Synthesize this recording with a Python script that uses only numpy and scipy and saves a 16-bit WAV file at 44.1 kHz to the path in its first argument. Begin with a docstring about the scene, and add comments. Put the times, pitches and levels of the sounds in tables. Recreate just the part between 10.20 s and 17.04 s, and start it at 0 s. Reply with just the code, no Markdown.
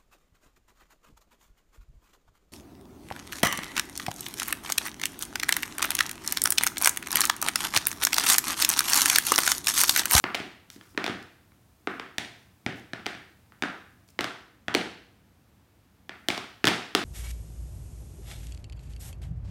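"""Metal-spiked cleats walk, turn and stomp on the bare concrete floor of a garage, close to a low
microphone. Each step is a few separate spike contacts: the steel clacks, the stiff sole plate knocks
and the weight thumps in just behind. Spikes scuff lightly between steps, and the hard room rings for
about half a second. Trouser legs brush softly over a faint rumble, hiss, hum and whine."""
import sys
import numpy as np
from scipy import signal
from scipy.fft import rfft, irfft, next_fast_len
from scipy.io import wavfile
from scipy.ndimage import uniform_filter1d, map_coordinates

SR = 44100
rng = np.random.default_rng(int(sys.argv[2]) if len(sys.argv) > 2 else 0)


def persist_wave(psi):
    """Save psi, clipped to +-1, as 16-bit WAV."""
    counts = np.round(np.clip(psi, -1, 1) * 32767).astype(np.int16)
    wavfile.write(sys.argv[1], SR, np.atleast_2d(counts).T)


N = 301644

# Each time a spike meets the floor. 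Edge is positive on its sharp tip and negative when it lands flat.
# (time [s], force [dB], heel thump above the force [dB], edge [dB], sole plate pitch [Hz])
SPIKE_CONTACTS = [(.0405, -4.5, -2, -11, 1350), (.1461, -6, -10, -2.5, 2300), (.1504, -8, -10.5, 7, 1530),
                  (.1547, -34, -7, 23, 1650), (.2008, -17, 6, -6, 1900), (.5019, -36, -1, 24, 1650),
                  (.5612, -36, 14, 2, 1700), (.6113, -28, -8, -5, 1460), (.7482, -36, 9.5, -10, 1450),
                  (.7763, -4, -0.5, -5.5, 1400), (.842, -6, -7, 1, 1760), (.8638, -7.5, -11, 2.5, 1700),
                  (.8787, -10.5, 3.5, -2, 1660), (.8962, -16.5, 9, -8, 1660), (1.0272, -47, 0, 24.5, 1650),
                  (1.3195, -43, 1, -8, 1440), (1.6727, -8, 3, -16.5, 1550), (1.7974, -13, -3.5, -4.5, 1540),
                  (1.9827, -6, -6.5, 6.5, 2030), (2.4633, -6.5, 3.5, -2, 1830), (2.5967, -42, 0, 17, 1600),
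                  (2.7338, -12, -0.5, -3, 1660), (2.8596, -14.5, -8, -6, 2260),
                  (2.8647, -6, -5.5, 1.5, 1770), (2.9498, -24, 4, -7, 1790), (3.3214, -33.5, -4, -12, 1550),
                  (3.4233, -7.5, -0.5, 2.5, 1690), (3.4361, -6, -1, -12, 1490),
                  (3.8885, -47.5, 0, 20, 1700), (3.9906, -4.5, -2.5, -3, 1570), (4.0084, -8, -4.5, 6, 1700),
                  (4.0431, -8, -5.5, 3, 1330), (4.4825, -6.5, -3.5, -6.5, 1440),
                  (4.5423, -8.5, -5, 4, 1530), (4.5495, 0.9, 2, 4.5, 1930), (5.8937, -15, -6, -7, 1801),
                  (6.0859, -2.3, -3.5, 9, 1450), (6.1026, -5.5, -5.5, -5, 2110),
                  (6.1775, -11.5, -2, 4, 1360), (6.4424, 1, 2, -3, 1840), (6.4537, -8.5, -5, 14.5, 1300),
                  (6.471, 2, -3, 5.5, 1380), (6.4774, 1.5, -9, 5, 2030), (6.4845, -5, -1, 5, 2400),
                  (6.7502, 2, -0.5, 7, 1590)]
# How knock, plate, clack, ring and grit share the force; a sharper edge favours the higher ones.
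# (share [dB], change with edge [dB per dB])
FORCE_SHARES = [(-3, 0), (1.47, -.3), (-0.66, 0.36), (-9.5, 0.73), (-13.5, 1.2016)]
# The shoe's resonances, which die fast under a person's weight: (pitch [Hz], width [Hz])
HEEL_THUMP, SOLE_KNOCK = (269, 343), (712, 434)
SPIKE_RING, CONCRETE_GRIT = (4880, 3450), (3100, 13000)
PLATE_WIDTH_HZ, CLACK_WIDTH_HZ = 1860, 2540  # these two change pitch with each contact
SPIKE_HZ, SPIKE_HZ_PER_DB = 2970, 30  # the clack's pitch, which rises with the edge
# Spikes dragging lightly over the concrete: (start [s], length [s], level [dB])
SPIKE_DRAGS = [(0.498, 0.08, -58.5), (0.597, 0.16, -67), (1.659, 0.14, -67), (2.155, 0.093, -73),
               (2.546, .07, -63), (3.873, 0.043, -63)]
# The tone of that dragging: (frequency [Hz], level [dB])
DRAG_SPECTRUM = [(500, -25), (4300, 0), (5400, 8), (6800, 2), (13000, -1), (16000, -4)]
# Low notes that ring between the walls: (pitch [Hz], relative level [dB], time to fade 60 dB [s])
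STANDING_WAVES = [(88, 1, .55), (119.1, 3.5, 0.55), (165.7, -4, 0.45), (197.3, -6.5, 0.56),
                  (290, -7.5, 0.52), (379.5, 2, 0.32), (478, -2, 0.65), (704, -18.5, 0.79)]
# First echoes off the walls: (delay [s], level [dB])
WALL_ECHOES = [(0.0116, -22.5), (0.02, -22.5), (0.026, -19.5), (0.062, -16)]
# How long the room rings: (frequency [Hz], time to fade 60 dB [s])
ROOM_FADE_TIMES = [(100, 0.36), (300, 0.61), (700, 0.55), (1800, 0.59), (4800, 0.58), (9000, .46),
                   (15000, 0.4)]
# The tone of the room's ringing: (frequency [Hz], gain [dB])
ROOM_SPECTRUM = [(45, 9.5), (90, 14.5), (150, 7), (220, 2), (370, 3), (600, -0.5), (1300, 5.5), (2000, 2.5),
                 (3000, -0.5), (6000, -1.5), (9000, 3), (14000, -5.5)]
# Trouser legs brushing through strides, small steps, standing still and stomps: (time [s], level [dB])
CLOTH_LEVELS = [(0, -59.5), (.4, -75), (.62, -67), (1.1, -72.5), (3.7, -73), (4.6, -85), (5.7, -96),
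                (6.0, -72.5)]
# The rumble of the still garage: (frequency [Hz], relative level [dB])
RUMBLE_SPECTRUM = [(15, -68), (25, -40.5), (54, -7.5), (101, -3), (162, -11.5), (195, -8.5), (348, -15),
                   (407, -23.5), (441, -20), (637, -23), (689, -21.5), (971, -24), (13500, -41.5)]


def steps(tail_db=-5.5, spot_count=7):
    """Every contact, heard directly and through the room, which answers differently from each spot."""
    track = np.zeros(N)
    spots = [(garage_echoes(waves_db=-58.5), room_tail()) for _ in range(spot_count)]
    for k, (start_s, force_db, weight_db, edge_db, plate_hz) in enumerate(SPIKE_CONTACTS):
        direct, spread = spike_contact(force_db + weight_db, shoe_spectrum(force_db, edge_db, plate_hz))
        echoes, tail = spots[k % spot_count]
        add(track, start_s, direct)
        add(track, start_s, signal.fftconvolve(direct, echoes))
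        add(track, start_s, amp(tail_db) * signal.fftconvolve(spread, tail))
    return track


def shoe_spectrum(force_db, edge_db, plate_hz):
    """Frequencies and their power for one landing: knock, plate, clack, ring and grit added up."""
    hz = np.fft.rfftfreq(2048, 1 / SR)
    plate = (plate_hz, PLATE_WIDTH_HZ)
    clack = (SPIKE_HZ + SPIKE_HZ_PER_DB * edge_db, CLACK_WIDTH_HZ)
    parts = [SOLE_KNOCK, plate, clack, SPIKE_RING, CONCRETE_GRIT]
    levels_db = [force_db + share_db + slope * edge_db for share_db, slope in FORCE_SHARES]
    return hz, sum(amp(db) ** 2 * resonance(hz, *part) for part, db in zip(parts, levels_db))


def spike_contact(thump_db, spectrum, ripple_db=2.0, ripple_hz=330, room_ripple_db=0.93, travel_s=.0005):
    """A spike lands: the click aimed at the microphone, and the smoother pulse spread into the room."""
    hz, power = spectrum
    # each spike and foot angle favours different small resonances of the sole
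    ripple = map_coordinates(rng.standard_normal(len(hz)), [hz / ripple_hz])
    clack = impulse(power * amp(ripple_db * ripple) ** 2)
    force = strike_force()
    # low bending waves cross the sole more slowly (travel_s is the time at 1 kHz)
    bending = np.exp(-4j * np.pi * travel_s * np.sqrt(1000 * hz))
    struck = irfft(rfft(clack) * rfft(force, len(clack)) * bending)
    struck *= np.linalg.norm(clack) / np.linalg.norm(struck)  # keep the clack's energy
    direct = struck + amp(thump_db) * heel_thump(len(clack))
    thump_power = amp(thump_db) ** 2 * resonance(hz, *HEEL_THUMP)
    spread = impulse(thump_power + power * amp(room_ripple_db * ripple) ** 2)
    return direct, spread


def strike_force(second_s=0.00066, second_share=0.48, crunch=0.061, crunch_s=0.00084):
    """One spike hits, a neighbour hits just after it, and concrete grains crunch in a short swell."""
    t = np.arange(SR // 200) / SR
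    force = crunch * rng.standard_normal(len(t)) * t / crunch_s * np.exp(1 - t / crunch_s)
    force[0] += 1
    second_hit = round(second_s * rng.uniform(.6, 1.4) * SR)
    force[second_hit] += second_share * rng.uniform(0.24, 1)
    return force


def heel_thump(size, pitch_hz=310, lag_s=0.00335, length_s=0.0023, gain_db=2):
    """The weight lands just after the steel: one dull swing of the heel."""
    t = np.arange(size) / SR - lag_s
    hz = pitch_hz * rng.uniform(0.74, 1.224)
    swing = np.sin(2 * np.pi * hz * t) * np.exp(-(t / length_s) ** 2)
    return amp(gain_db) * swing / np.linalg.norm(swing)


def scuffs(grain_db=4, room_db=-7):
    """Dragged spikes catch on countless tiny grains, and the room rings after them."""
    track = np.zeros(N)
    for start_s, length_s, db in SPIKE_DRAGS:
        size = round(length_s * SR)
        catches = amp(grain_db * wobble(size, smooth_samples=90))
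        scrape = unit(noise(DRAG_SPECTRUM, size) * catches)
        add(track, start_s, amp(db) * scrape * signal.windows.tukey(size, .5))
    return track + amp(room_db) * signal.fftconvolve(track, room_tail())[:N]


def garage_echoes(waves_db):
    """The room's clear answers to a click: low ringing notes and the first echoes off the walls."""
    t = np.arange(SR) / SR
    answer = np.zeros(SR)
    for hz, db, fade_s in STANDING_WAVES:
        answer += amp(waves_db + db - 60 * t / fade_s) * np.sin(2 * np.pi * (hz * t + rng.random()))
    dull_click = np.hanning(9) / 4  # cluttered walls dull each echo
    for delay_s, db in WALL_ECHOES:
        add(answer, delay_s * (1 + .03 * rng.standard_normal()), amp(db) * dull_click)
    return answer


def room_tail(build_s=0.0052):
    """Countless echoes blur into fading noise; the highest treble and the deep bass die first."""
    hz, times, slices = signal.stft(rng.standard_normal(SR), SR, nperseg=256)
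    fade = amp(-60 * times / along(ROOM_FADE_TIMES, hz)[:, None])
    tail = signal.istft(slices * fade, SR, nperseg=256)[1][:SR]
    tail *= 1 - np.exp(-np.arange(SR) / SR / build_s)
    return filtered(tail / np.linalg.norm(tail), lambda f: amp(along(ROOM_SPECTRUM, f)))


def trousers():
    """Cloth brushes softly while the legs swing."""
    level_db = np.interp(np.arange(N) / SR, *np.transpose(CLOTH_LEVELS))
    return amp(level_db) * noise([(1500, -15), (5000, -2.5), (9000, -1.5), (15000, -1.5)], N)


def background(rumble_db=-61, hiss_db=-81, hum_db=-78, whine_db=-85, whine_hz=14150, waver_hz=25):
    """Low room rumble, microphone hiss, a faint hum and a thin, wavering high whine."""
    hum = np.sqrt(2) * np.sin(2 * np.pi * 97 * np.arange(N) / SR)
    waver = waver_hz * wobble(N, smooth_samples=400)
    whine = np.sqrt(2) * np.sin(2 * np.pi * np.cumsum(whine_hz + waver) / SR)
    hiss = noise([(6000, -16.5), (13000, -7.0), (16000, -14.5)], N)
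    rumble = noise(RUMBLE_SPECTRUM, N)
    return amp(rumble_db) * rumble + amp(hiss_db) * hiss + amp(hum_db) * hum + amp(whine_db) * whine


def resonance(hz, centre, width):
    """A steep-sided hill of power around one pitch, with a total energy of 1."""
    power = (1 + ((hz ** 2 - centre ** 2) / ((hz + 1) * width)) ** 2) ** -3
    return power / np.mean(power)


def impulse(power):
    """The shortest click that starts at time zero and has this power at each frequency."""
    cepstrum = irfft(np.log(power + 1e-9 * power.max()) / 2)
    half = len(cepstrum) // 2
    # folding the second half onto the first moves the energy to the start of the click
    cepstrum[1:half] *= 2
    cepstrum[half + 1:] = 0
    return irfft(np.exp(rfft(cepstrum)))


def noise(spectrum, size):
    """Noise of strength 1, with its tone set by (frequency [Hz], level [dB]) points."""
    return unit(filtered(rng.standard_normal(size), lambda hz: amp(along(spectrum, hz))))


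def wobble(size, smooth_samples):
    """A random wander of strength 1; more smoothing makes it slower."""
    return unit(uniform_filter1d(rng.standard_normal(size), smooth_samples))


def filtered(x, response):
    """Turn each frequency in x up or down by the gain response(hz)."""
    size = next_fast_len(len(x) + 8192)
    return irfft(rfft(x, size) * response(np.fft.rfftfreq(size, 1 / SR)), size)[:len(x)]


def along(points, hz):
    """Read between (frequency [Hz], value) points, with every octave equally wide."""
    frequencies, values = np.transpose(points)
    return np.interp(np.log(hz + 1), np.log(frequencies), values)


def amp(db):
    """Turn decibels into a gain to multiply by."""
    return 10 ** (np.asarray(db) / 20)


def unit(x):
    """Scale x to an average strength (rms) of 1."""
    return x / np.sqrt(np.mean(x ** 2) + 1e-30)


def add(track, start_s, x):
    """Mix x into the track at the given time."""
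    i = max(round(start_s * SR), 0)
    track[i:i + len(x)] += x[:max(len(track) - i, 0)]


def scene():
    """Steps, scuffs and cloth over the quiet garage, in one channel."""
    return (steps() + scuffs() + trousers() + background())[None]


def record(dry, top_hz=16000):
    """Cut away the very highest treble, above top_hz."""
    return np.array([filtered(x, lambda hz: 1 / np.sqrt(1 + (hz / top_hz) ** 200)) for x in dry])


dry = scene()
out = record(dry)
persist_wave(out)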